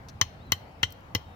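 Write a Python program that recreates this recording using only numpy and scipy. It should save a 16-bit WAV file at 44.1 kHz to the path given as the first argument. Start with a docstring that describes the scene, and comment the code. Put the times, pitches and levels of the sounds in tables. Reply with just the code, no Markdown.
"""A wooden baton taps a knife blade into an upright stake four times, outdoors in a wood.
Each tap is a touch and a strike a moment later: short-lived tones of steel and wood, with one probably
from the microphone, a crack of noise, and low swings as the stake thuds into the ground.
Echoes and scattered taps make the tail from the trees. Shaped noise makes distant traffic rumble and hiss,
fuzzy sines make faint birds, and short bursts of noise make small ticks and a scrape."""
import sys
import numpy as np
from scipy import signal
from scipy.fft import rfft, irfft
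from scipy.io import wavfile
from scipy.ndimage import uniform_filter1d

SR = 44100
rng = np.random.default_rng(int(sys.argv[2]) if len(sys.argv) > 2 else 0)


def volts(x):
    """Linear amplitude factor 10**(x/20) for a level x in dB, scalar or array-like."""
    e = np.asarray(x, float) / 20
    return 10 ** e


def to_wav(s):
    """Save 16-bit WAV."""
    ch = np.atleast_2d(s).T  # columns
    pcm = np.round(np.clip(ch, -1, 1) * 32767)  # PCM
    wavfile.write(sys.argv[1], SR, pcm.astype(np.int16))


N = 59535  # length in samples


def read(points, hz):
    """Reads a curve given as points, along a logarithmic pitch scale."""
    f, value = np.transpose(points)
    return np.interp(np.log(hz + 1), np.log(f + 1), value)


def evened(x):
    """Scales a sound to an rms of 1."""
    return x / np.sqrt(np.mean(x ** 2) + 1e-20)


def add(mix, s, sound):
    """Adds a sound to the mix from s seconds on, cut off where the mix ends."""
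    part = mix[:, round(s * SR):][:, :sound.shape[-1]]
    part += sound[..., :part.shape[1]]


def resonate(x, hz, width):
    """A resonance of gain 1 that can follow a pitch curve: shift down, smooth, shift back up."""
    turn = np.exp(2j * np.pi * np.cumsum(hz * np.ones(x.shape[-1])) / SR)
    r = np.exp(-np.pi * width / SR)
    smooth = signal.lfilter([1 - r], [1, -r], x / turn)
    return 2 * (turn * smooth).real


def burst(colour, t60):
    """A spit of coloured noise that starts almost at once and dies fast."""
    hz, t = np.fft.rfftfreq(2048, 1 / SR), np.arange(2048) / SR
    spectrum = rfft(rng.standard_normal(2048)) * volts(read(colour, hz))
    rise = np.minimum(t * SR / 6, 1)  # six samples long
    return evened(irfft(spectrum)) * volts(-60 * t / t60) * rise


# Colour of the background air: pitch_hz, relative level_db
AIR_COLOUR = [(15, -33.5), (25, -25.5), (74, 2), (389, -18), (553, -14.5), (831, -12.5), (952, -17.5),
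              (2460, -29), (2980, -31), (3510, -38), (3910, -38), (4480, -39), (8600, -51), (15200, -44.5),
              (16500, -54.5)]
# How alike the two sides are: pitch_hz, likeness (-1 to 1, no unit)
AIR_LIKENESS = [(60, 1), (180, 0.95), (550, 0.47), (1650, -0.43), (4970, 0.17), (15000, -0.52)]
# Balance of the two sides: pitch_hz, left_minus_right_db
AIR_LEAN = [(60, 2), (110, -2.5), (200, 0.5), (380, 0), (700, 3), (1290, 4.0), (2380, 5), (4400, 7.5),
            (8120, 5), (15000, -1.5)]
AIR_DB = -47.5  # rms of the average of both sides


def air():
    """Distant traffic rumble and hiss: random spectra with faint drifting patches."""
    frames, hz = N // 512 + 5, np.fft.rfftfreq(2048, 1 / SR)
    a, b, c, d, patches = rng.standard_normal((frames, 1025, 5)).T
    patches = uniform_filter1d(patches, 20, 0)  # smooth across pitch
    patches = evened(uniform_filter1d(patches, 6, 1))  # smooth across time
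    likeness = np.clip(read(AIR_LIKENESS, hz), -1, 1)[:, None]
    left = a + 1j * b
    right = likeness * left + np.sqrt(1 - likeness ** 2) * (c + 1j * d)
    lean = read(AIR_LEAN, hz)[:, None] * np.array([.5, -.5])[:, None, None]
    level_db = read(AIR_COLOUR, hz)[:, None] + lean + 1.8 * patches
    spectra = np.array([left, right]) * volts(level_db)
    x = signal.istft(spectra, nperseg=2048, noverlap=1536)[1][:, :N]
    return volts(AIR_DB) * x / np.sqrt(np.mean(x.mean(0) ** 2))


# Three bird whistles, each a curve through points: time_s, pitch_hz, level_db
BIRD_UP = [(.39, 3540, -81), (.41, 3610, -65.5), (.455, 4140, -69.5), (.48, 3960, -65), (.51, 3800, -75)]
BIRD_LONG = [(.6, 4250, -79), (.66, 4470, -77), (.75, 4370, -82.5), (.82, 4400, -87.5)]
BIRD_END = [(1.24, 3700, -77), (1.28, 3740, -71.5), (1.35, 3650, -70)]


def birds():
    """Three far whistles, each a sine made slightly fuzzy by noise resonating at its pitch."""
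    width_hz, fuzz_share = 60, .4
    t, out = np.arange(N) / SR, np.zeros((2, N))
    for curve in (BIRD_UP, BIRD_LONG, BIRD_END):
        s, hz, db = np.transpose(curve)
        pitch = np.interp(t, s, hz)
        fuzz = evened(resonate(rng.standard_normal((2, N)), pitch, width_hz))
        tone = np.sqrt(2) * np.sin(2 * np.pi * np.cumsum(pitch) / SR)
        out += (tone + fuzz_share * fuzz) * volts(np.interp(t, s, db, -140, -140))
    return out


# Small dry ticks: start_s, level_db (before the left-right lean), t60_s (time to fall by 60 dB)
TICKS = [(.467, -63, .015), (.9047, -49, .016), (.9232, -43, .02), (1.007, -64, .015)]
# Colour of a tick: pitch_hz, relative level_db
TICK_COLOUR = [(1200, -40), (2600, -12), (4300, -7), (5800, -1), (6800, -14), (7700, -7), (9200, -18),
               (12500, 0), (14500, -3), (16500, -10)]
# A short scrape in three catches: start_s, level_db (before the lean), t60_s
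SCRAPES = [(.0857, -42, .03), (.0912, -46, .025), (.0965, -48, .035)]
# Colour of the scrape: pitch_hz, relative level_db
SCRAPE_COLOUR = [(900, -30), (1600, -12), (3300, -9), (4300, 0), (4900, -6), (5800, 0), (7200, -16),
                 (8500, -25), (14000, -22), (16500, -30)]


def ticks():
    """Short dry snaps and a scrape nearby: noise bursts that lean to the left."""
    lean_db = np.array([[7.5], [-7.5]]) / 2
    out = np.zeros((2, N))
    for rows, colour in ((TICKS, TICK_COLOUR), (SCRAPES, SCRAPE_COLOUR)):
        for s, db, t60 in rows:
            a, b = burst(colour, t60), burst(colour, t60)
            sides = np.array([a, .8 * a + .6 * b])  # alike but not the same
            add(out, s, sides * volts(db + lean_db))
    return out


def scatter(x, t60_of_hz, start_s):
    """Sparse echoes of random sign, each pitch band dying at its own speed."""
    taps = np.zeros((2, SR // 2))
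    at = np.arange(round(start_s * SR), SR // 2 - 20, 20)
    at = at + rng.integers(0, 20, (2, len(at)))
    np.put_along_axis(taps, at, rng.choice([-1., 1.], at.shape), 1)
    hz, t, z = signal.stft(taps, SR, nperseg=128)
    decay = volts(-60 * t / read(t60_of_hz, hz)[:, None])
    tail = signal.istft(z * decay, SR, nperseg=128)[1]
    return signal.fftconvolve(x, tail / np.linalg.norm(tail[0]), axes=1)[:, :x.shape[1]]


# Colour of the blow's broad rattle as the surroundings return it: pitch_hz, relative level_db
RATTLE_COLOUR = [(500, -36), (900, -7), (2000, 2), (3100, 6.5), (4500, -6), (6000, 2), (7500, -12),
                 (9500, -22), (13500, -19), (16500, -25)]
# Echoes from tarp and ground: delay_s, level_db
ECHOES = [(0.0105, -18.5), (0.02, -35.5)]
# How long the trees' tail lasts: pitch_hz, t60_s
TREES = [(500, 0.22), (2000, 0.38), (4000, 0.48), (7000, 0.23), (10000, .3), (15000, 0.34)]
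NEAR_T60, NEAR_DB = 0.066, -10  # scatter close by: seconds, dB
TREES_DB = -25.5


def surroundings(hit, ring_db):
    """What tarp, ground and trees send back: the blow and a rattle, echoed and scattered."""
    ring_back, cross = 0.59, .3  # share returned, share of the other side mixed in
    returned = ring_back * (hit + cross * hit[::-1])
    rattle = burst(RATTLE_COLOUR, 0.0095) * volts(ring_db + np.array([[0], [-4]]))
    add(returned, 0, rattle)
    wet = volts(NEAR_DB) * scatter(returned, [(500, NEAR_T60)], .003)
    wet += volts(TREES_DB) * scatter(returned, TREES, 0.022)
    for delay, db in ECHOES:
        add(wet, delay, volts(db) * returned)
    return wet


def swings(modes):
    """Low swings of stake and soil, the same on both sides but slightly later on the right."""
    right_lag_s = .0003
    hz, db, t60, rise, delay, sign = np.array(modes).T[:, :, None, None]
    t = np.maximum(np.arange(12000) / SR - delay - np.array([[0], [right_lag_s]]), 0)
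    envelope = volts(db - 60 * t / t60) * (1 - np.exp(-t / rise))
    return (np.sign(sign) * np.sin(2 * np.pi * hz * t) * envelope).sum(0)


# The stake pushed into the soil: start_s, knock_db, thud_db
THUDS = [(.2124, -27.5, -22), (.5191, -24.5, -25.5), (.8296, -27, -23.5), (1.1491, -20.5, -21.5)]
# Higher swings (knock): pitch_hz, relative level_db, t60_s, rise_s, delay_s, polarity (no unit)
KNOCK = [(312, 1, 0.019, 0.00054, 0.0009, -1), (477, -3.5, 0.036, 0.0017, 0.00077, -1),
         (190, -3.5, 0.036, 0.00039, 0.0024, 1)]
# Lowest swings (thud): pitch_hz, relative level_db, t60_s, rise_s, delay_s, polarity (no unit)
THUD = [(108.2, -1, 0.086, 0.0029, 0.0023, 1), (84.5, -4.5, 0.14, 0.01, 0.0039, -1)]


def thuds():
    """Each tap drives the stake into the soil, which answers with a knock and a deeper thud."""
    out = np.zeros((2, N))
    for s, knock_db, thud_db in THUDS:
        add(out, s, volts(knock_db) * swings(KNOCK) + volts(thud_db) * swings(THUD))
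    return out


# Colour of the crack at each contact: pitch_hz, relative level_db
CRACK_COLOUR = [(4410, -27), (7500, -6.5), (8760, -14), (10800, -6.5), (14300, 2), (15800, -6),
                (16500, -18)]


def crack(crack_db):
    """The sharp noise of two hard surfaces meeting, 20 dB weaker on the right."""
    t60_s = 0.0074
    return burst(CRACK_COLOUR, t60_s) * volts(crack_db + np.array([[0], [-20]]))


# Ringing tones of blade and stake, with what is probably the microphone's own resonance near 6.1 kHz
# (pitch and level vary a little at each contact):
# pitch_hz, relative level_db, t60_s, rise_s, steel_share (0 to 1), right_db (against left), right_lag_rad
RING = [(912, -9.5, 0.017, .0005, 0.04, -16, 2.98), (1088, -5.5, 0.017, 0.00046, 0.5, -1, 1.61),
        (1450, -8.5, 0.022, 0.00099, 0.03, -16.5, 2.3), (1820, -4.5, 0.022, 0.00069, 0, 2, 1.7),
        (2017, 2.5, 0.019, 0.00067, 0, -12, 0.77), (2872, -0.5, 0.017, 0.001, 0.01, 2, 1.54),
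        (3109, -2, 0.047, 0.00072, 0.1, -7.5, 1.1), (3390, -10.5, 0.021, 0.00033, 0, -4.5, -0.5),
        (3935, -7.5, 0.03, 0.00087, 0.3, -13, 6.4), (4250, -0.5, 0.023, 0.00063, 0.4, -11.5, 4.95),
        (5366, -4.5, 0.022, 0.00033, 0.59, -19.5, 3.7), (6066, 3.5, 0.011, .0003, 1, -16.5, 4.5),
        (7550, -18, 0.025, .0004, 0.3, -26, 1.5)]


def ring(steel_db, spot_hz, lift_db):
    """One touch sets off the tones of blade, stake and microphone, and favours those near one pitch."""
    spread_db, detune = 1.5, .005  # each contact lands a little differently
    hz, db, t60, rise, steel, right_db, lag = np.array(RING).T[:, :, None]
    t = np.arange(6000) / SR
    a, b = rng.standard_normal((2, len(RING), 1))
    favoured_db = lift_db * np.exp(-(np.log(hz / spot_hz) / 0.069) ** 2)
    level_db = db + steel * steel_db + spread_db * a + favoured_db
    shape = volts(level_db - 60 * t / t60) * (1 - np.exp(-t / rise))
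    turn = 2 * np.pi * hz * (1 + detune * b) * t
    left = (shape * np.sin(turn)).sum(0)
    right = (shape * volts(right_db) * np.sin(turn - lag)).sum(0)
    return np.array([left, right])


# Touch and strike of each tap in turn: start_s
CONTACT_S = [.2126, .2132, .5192, .5207, .8298, .832, 1.1492, 1.1517]
# Each contact: ring_db, steel_db, crack_db, spot_hz (pitch favoured by where it lands), lift_db (its boost)
CONTACTS = [(-18.5, -11.5, -43, 950, 10), (-12.5, 8, -15.5, 1160, 6), (-22.5, -17, -30, 2700, 6),
            (-11, 0.5, -15, 1032, 1), (-21.5, 2, -27, 1450, 8.5), (-10.5, -7.5, -35, 3135, 3.5),
            (-19.5, 3, -22.5, 5320, 4.5), (-19, -3.5, -24, 5400, 13)]


def taps():
    """Each contact of baton, blade and stake rings and cracks, and the surroundings answer."""
    out = np.zeros((2, N))
    for s, (ring_db, steel_db, crack_db, spot_hz, lift_db) in zip(CONTACT_S, CONTACTS):
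        hit = np.zeros((2, SR // 2))
        add(hit, 0, volts(ring_db) * ring(steel_db, spot_hz, lift_db))
        add(hit, 0, crack(crack_db))
        add(out, s, hit + surroundings(hit, ring_db))
    return out


def scene():
    """Everything heard, from the background to the taps."""
    return air() + birds() + ticks() + thuds() + taps()


def low_pass(x):
    """Removes everything above the highest recorded frequency."""
    return signal.sosfilt(signal.butter(12, 17110, fs=SR, output="sos"), x)


def record(dry):
    """The camera's band limit: a steep filter removes the treble above its edge."""
    edge_hz = 16900
    edge = signal.firwin(255, edge_hz, window=("kaiser", 9), fs=SR)
    mix = signal.oaconvolve(dry, edge[None], "same")
    return low_pass(mix)


dry = scene()
out = record(dry)
to_wav(out)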